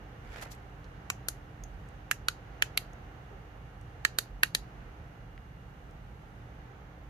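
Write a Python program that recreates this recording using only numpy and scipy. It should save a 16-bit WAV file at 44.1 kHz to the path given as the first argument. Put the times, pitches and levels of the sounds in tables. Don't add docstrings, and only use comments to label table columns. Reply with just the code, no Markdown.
import sys
import numpy as np
from scipy import signal
from scipy.fft import rfft, irfft, next_fast_len
from scipy.io import wavfile
from scipy.ndimage import uniform_filter1d, map_coordinates

SR = 44100
rng = np.random.default_rng(int(sys.argv[2]) if len(sys.argv) > 2 else 0)


def output_pcm(signal):
    pcm = np.clip(np.atleast_2d(signal).T, -1, 1) * 32767
    wavfile.write(sys.argv[1], SR, np.round(pcm).astype(np.int16))


N = 312669


def amp(db):
    return 10 ** (np.asarray(db) / 20)


def unit(x):
    return x / np.sqrt(np.mean(x ** 2) + 1e-20)


def burst(x):
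    return x / np.sqrt(np.sum(x ** 2, -1, keepdims=True) / (SR * .01) + 1e-20)


def along(points, hz):
    f, v = np.transpose(points)
    return np.interp(np.log(hz + 1), np.log(f + 1), v)


def wobble(rate):
    return map_coordinates(rng.standard_normal(int(N * rate / SR) + 4), [np.arange(N) * rate / SR])


def filtered(x, response):
    m = next_fast_len(N + SR // 2)
    return irfft(rfft(x, m) * response(np.fft.rfftfreq(m, 1 / SR)), m)[..., :N]


def resonate(x, hz, width_hz, order=2):
    low = np.hypot(hz, width_hz / 2) - width_hz / 2
    band = [low, min(low + width_hz, SR / 2 - 100)]
    return signal.sosfilt(signal.butter(order, band, "band", fs=SR, output="sos"), x)


def minimum_phase(gain):
    cepstrum = irfft(np.log(np.maximum(gain, 1e-6)))
    half = cepstrum.shape[-1] // 2
    cepstrum[..., 1:half] *= 2
    cepstrum[..., half + 1:] = 0
    return np.exp(rfft(cepstrum))


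def pan(db):
    gains = amp([db / 2, -db / 2]).reshape(2, -1)
    return gains / np.sqrt(np.mean(gains ** 2, 0))


def add(track, start_s, sound):
    part = track[:, round(start_s * SR):][:, :sound.shape[1]]
    part += sound[:, :part.shape[1]]


def stereo_noise(spectrum):
    # frequency in Hz, left-right correlation.
    correlation = [(60, 0.98), (120, 0.99), (240, 0.92), (480, 0.66), (950, -0.011), (1890, -0.14),
                   (3760, 0.028), (7500, -0.044), (15000, -0.3)]
    # frequency in Hz, left minus right in dB.
    balance = [(60, -3), (150, -0.5), (380, -2.5), (950, -4.5), (2380, -4.5), (5960, 5.5), (15000, 0)]

    def mid_side_gains(hz):
        angle = np.arccos(np.clip(along(correlation, hz), -1, 1)) / 2
        return amp(along(spectrum, hz)) * [np.cos(angle), np.sin(angle)]

    mid, side = filtered(rng.standard_normal((2, N)), mid_side_gains)
    return unit(filtered(np.array([mid + side, mid - side]), lambda hz: pan(along(balance, hz))))


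def traffic(rumble_db=-48.5, wash_db=-53, recede_db_per_s=0.36):
    # frequency in Hz, relative level in dB.
    rumble_spectrum = [(20, -34.5), (33, -21.5), (41, 2), (60, -2), (100, -8), (150, -7.5), (230, -18.5),
                       (400, -54)]
    wash_spectrum = [(100, -23), (250, -4), (490, -0.5), (600, -4), (790, 1), (980, -6), (1400, -4.5),
                     (1900, -8), (2550, -15), (2860, -15), (3400, -20), (5200, -29.5), (6600, -26.5),
                     (7700, -48.5)]
    t = np.arange(N) / SR
    rumble = amp(rumble_db + 0.5 * wobble(3.315)) * stereo_noise(rumble_spectrum)
    wash = amp(wash_db - recede_db_per_s * t + 0.65 * wobble(3.6)) * stereo_noise(wash_spectrum)
    return rumble + wash


def hiss(gain_db=-81.5):
    # frequency in Hz, relative level in dB.
    spectrum = [(2000, -28), (6800, 2), (7600, -3.5), (9000, -19.5), (14000, 40)]
    return amp(gain_db) * stereo_noise(spectrum)


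def hum(drift_hz=1.275, waver_db=1.0, whine_hz=2836, fade_start_s=5.66, fade_db_per_s=7):
    # frequency in Hz, rms level in dB.
    steady_tones = [(119.3, -58), (239, -73), (298, -65.5), (743, -79.5), (1330, -80), (11999, -90.5)]
    whine_db = -77.5 - fade_db_per_s * np.maximum(0, np.arange(N) / SR - fade_start_s)
    tones = np.zeros(N)
    for hz, db in [*steady_tones, (whine_hz, whine_db)]:
        level = amp(db + waver_db * wobble(2.0))
        phase = 2 * np.pi * np.cumsum(hz + drift_hz * wobble(5)) / SR
        tones += level * np.sin(phase)
    return np.sqrt(2) * pan(-1.4) * tones


def rustle(peak_s=0.37, peak_db=-47.5, rise_db_per_s=125, fall_db_per_s=78, grain_db=3):
    # frequency in Hz, relative level in dB.
    rub_spectrum = [(150, -29), (450, 1.5), (1000, -2), (1900, 2.5), (3500, -10), (7000, -19.5),
                    (14000, -46)]
    scratch_spectrum = [(800, -27), (2300, -8), (4200, 1.5), (7000, 2.5), (8500, -4.5), (11000, 0),
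                        (14000, -3.5)]
    # start in seconds, length in seconds, rub level in dB, scratch level in dB.
    catches = [(0.416, .022, -45.5, -48.5), (0.514, 0.01, -62, -49.5)]
    attack_s, release_s = 0.032, 0.078
    t = np.arange(N) / SR
    rub = amp(peak_db - np.maximum(rise_db_per_s * (peak_s - t), fall_db_per_s * (t - peak_s)))
    scratch = amp(-15) * rub
    for start, length, rub_db, scratch_db in catches:
        outside = np.maximum((start - t) / attack_s, (t - start - length) / release_s)
        held = amp(-60 * np.maximum(0, outside))
        rub = np.hypot(rub, amp(rub_db) * held)
        scratch = np.hypot(scratch, amp(scratch_db) * held)
    grain = unit(amp(grain_db * wobble(350)))
    return grain * (rub * pan(-1.1) * stereo_noise(rub_spectrum)
                    + scratch * stereo_noise(scratch_spectrum))


def excitation(t60, unshared=0.69):
    t = np.arange(SR // 5) / SR
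    noise = rng.standard_normal(len(t)) + unshared * rng.standard_normal((2, len(t)))
    return burst(noise * amp(-60 * t / t60))


def ticks_and_swell(scrape_db=-8):
    # start in seconds, level in dB, centre in Hz, bandwidth in Hz, noise T60 in seconds.
    events = [(0.3593, -49.5, 1580, 1400, 0.018), (0.46, -48.5, 765, 700, 0.033),
              (.549, -66, 9500, 7000, .02), (0.842, -64, 4270, 2200, .04), (1.637, -49.5, 6400, 700, 0.015),
              (1.8883, -68, 8000, 4000, 0.0089), (2.9328, -64.5, 6600, 1500, 0.012),
              (3.305, -47.5, 395, 70, 0.31), (3.813, -69, 6300, 6000, .006),
              (5.3777, -56, 1820, 800, 0.0063), (5.9096, -72.5, 5530, 5000, .015)]
    out = np.zeros((2, N))
    for start, db, hz, width_hz, t60 in events:
        tone = resonate(excitation(t60), hz, width_hz)
        scrape = resonate(excitation(t60), hz, 1.5 * hz)
        sound = burst(burst(tone) + amp(scrape_db) * burst(scrape))
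        add(out, start, alley(amp(db) * pan(-3) * sound, wet_db=-16))
    return out


def alley(direct, wet_db, build_s=0.0027):
    # frequency in Hz, reverberation time T60 in seconds.
    decay_times = [(300, 0.25), (2000, 0.12), (5000, 0.21), (8000, 0.14), (13000, 0.15)]
    # frequency in Hz, relative level of the reflections in dB.
    colour = [(400, -1.5), (1800, -3), (3000, -2.5), (4500, -3), (6500, 4), (8200, -0.5), (10000, 1),
              (14000, -1)]
    hz, t, noise = signal.stft(rng.standard_normal((2, SR // 3)), SR, nperseg=256)
    decay = amp(along(colour, hz)[:, None] - 60 * t / along(decay_times, hz)[:, None])
    tail = signal.istft(noise * decay, SR, nperseg=256)[1]
    tail *= 1 - np.exp(-np.arange(tail.shape[1]) / SR / build_s)
    tail = amp(wet_db) * tail / np.linalg.norm(tail[0])
    reflections = signal.fftconvolve(direct, tail, axes=1)
    return reflections + np.pad(direct, ((0, 0), (0, tail.shape[1] - 1)))


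def housing(force, modes, smoothing_hz=432):
    # frequency in Hz, gain in dB.
    cupped_hand = [(1050, -2), (1300, -0.5), (1620, -1), (1810, 4.5), (2260, 2), (2560, -1), (3300, 2.5),
                   (3560, -1.5), (3900, 3), (4180, 3.5), (5250, -1), (6200, -1.5), (8000, 0), (9000, 1)]
    # frequency in Hz, left minus right in dB.
    directivity = [(500, -6), (1000, -1), (1300, 4), (1750, -13.5), (2200, -0.5), (3200, -3.5), (4400, 1.5),
                   (6500, 3.5), (10000, -1.5), (14000, -0.5)]
    hz, drive = np.fft.rfftfreq(force.shape[1], 1 / SR), rfft(force)
    local_power = uniform_filter1d(np.abs(drive) ** 2, int(smoothing_hz / hz[1]))
    flattened = drive / np.sqrt(np.abs(local_power) + 1e-12)
    drive = rfft(burst(irfft(flattened)))
    power = np.zeros(len(hz))
    for centre, width, db in modes:
        peak = (1 + ((hz - centre) / width) ** 2) ** -2
        power += amp(db) ** 2 * peak / peak.mean()
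    gain = np.sqrt(power) * amp(along(cupped_hand, hz)) * pan(along(directivity, hz))
    return irfft(drive * minimum_phase(gain))


def switch(lag_s=.00017, lag_scatter_s=.00003, chatter_db=-3):
    # start in seconds, thud in dB, cavity mode in Hz and dB,
    # shell mode in Hz and dB, then snap, crack, fizz and left minus right, all in dB.
    clicks = [(1.1014, -44, 1270, -30.5, 2540.0, -33, -44.5, -34, -44.5, 0.5),
              (1.2852, -45, 1460, -37.5, 2960.0, -45, -39, -34.5, -34, 1.5),
              (2.1126, -44.5, 1690, -24.5, 2710.0, -30, -41.5, -32.5, -36.5, -2.5),
              (2.2846, -47, 1430, -25, 3010.0, -34.5, -30.5, -34, -39, -0.5),
              (2.6228, -38.5, 1635, -25, 2950.0, -24.5, -35, -32, -39.5, -0.5),
              (2.775, -45.5, 2180, -32.5, 2990.0, -30, -29.5, -36, -33, -1.5),
              (4.0503, -42, 1750, -22.5, 2850.0, -29.5, -30, -32, -40.5, -2),
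              (4.1868, -39.5, 1540, -30.5, 3000.0, -36, -28, -31.5, -31.5, -3.5),
              (4.433, -39, 1680, -20.5, 2730.0, -24.5, -29.5, -32.5, -32, -2),
              (4.5492, -44, 1830, -34.5, 3290.0, -33.5, -28, -30.5, -34, -1.2)]
    # frequency in Hz, relative level in dB, T60 in seconds.
    ring_modes = [(1900, -27, 0.15), (2607, -32, 0.066), (3840, -37.5, 0.11), (5160, -41, .09),
                  (6600, -41.5, .1), (6850, -42.5, .16)]
    out, t = np.zeros((2, N)), np.arange(SR // 5) / SR
    margin = SR // 50
    for start, thud_db, cavity_hz, cavity_db, shell_hz, shell_db, *bright_db, pan_db in clicks:
        snap_db, crack_db, fizz_db = bright_db
        chatter = resonate(excitation(t60=0.019), hz=5900, width_hz=14000, order=1)
        force = excitation(t60=0.0061) + amp(chatter_db) * burst(chatter)
        force = np.pad(force, ((0, 0), (margin, 0)))
        hollow = [(540, 420, thud_db + 1), (1330, 260, cavity_db - 8), (cavity_hz, 190, cavity_db - 2)]
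        shell = [(2550, 330, shell_db - 0.5), (shell_hz, 380, shell_db - 4),
                 (3850, 350, snap_db - 4.5), (4500, 450, snap_db - 4)]
        edge = [(6590, 1480, crack_db), (10150, 2500, fizz_db), (12300, 1300, fizz_db - 3)]
        click = pan(pan_db) * housing(force, hollow + shell + edge)
        strength = np.linalg.norm(amp([cavity_db, shell_db, snap_db, crack_db]))
        mix_db = rng.uniform(-4, 4, len(ring_modes))
        ring = sum(amp(db + extra_db - 60 * t / t60) * np.sin(2 * np.pi * hz * t)
                   for (hz, db, t60), extra_db in zip(ring_modes, mix_db))
        left, right = click + strength * np.pad(ring, (margin, 0))
        delay = round(rng.normal(lag_s, lag_scatter_s) * SR)
        direct = np.array([left, np.roll(right, delay)])
        add(out, start - margin / SR, alley(direct, wet_db=-16.5, build_s=0.0022))
    return out


def scene():
    return switch() + ticks_and_swell() + rustle() + traffic() + hiss() + hum()


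def record(dry):
    cutoff_hz = 14400
    return filtered(dry, lambda hz: 1 / np.sqrt(1 + (hz / cutoff_hz) ** 120))


dry = scene()
out = record(dry)
output_pcm(out)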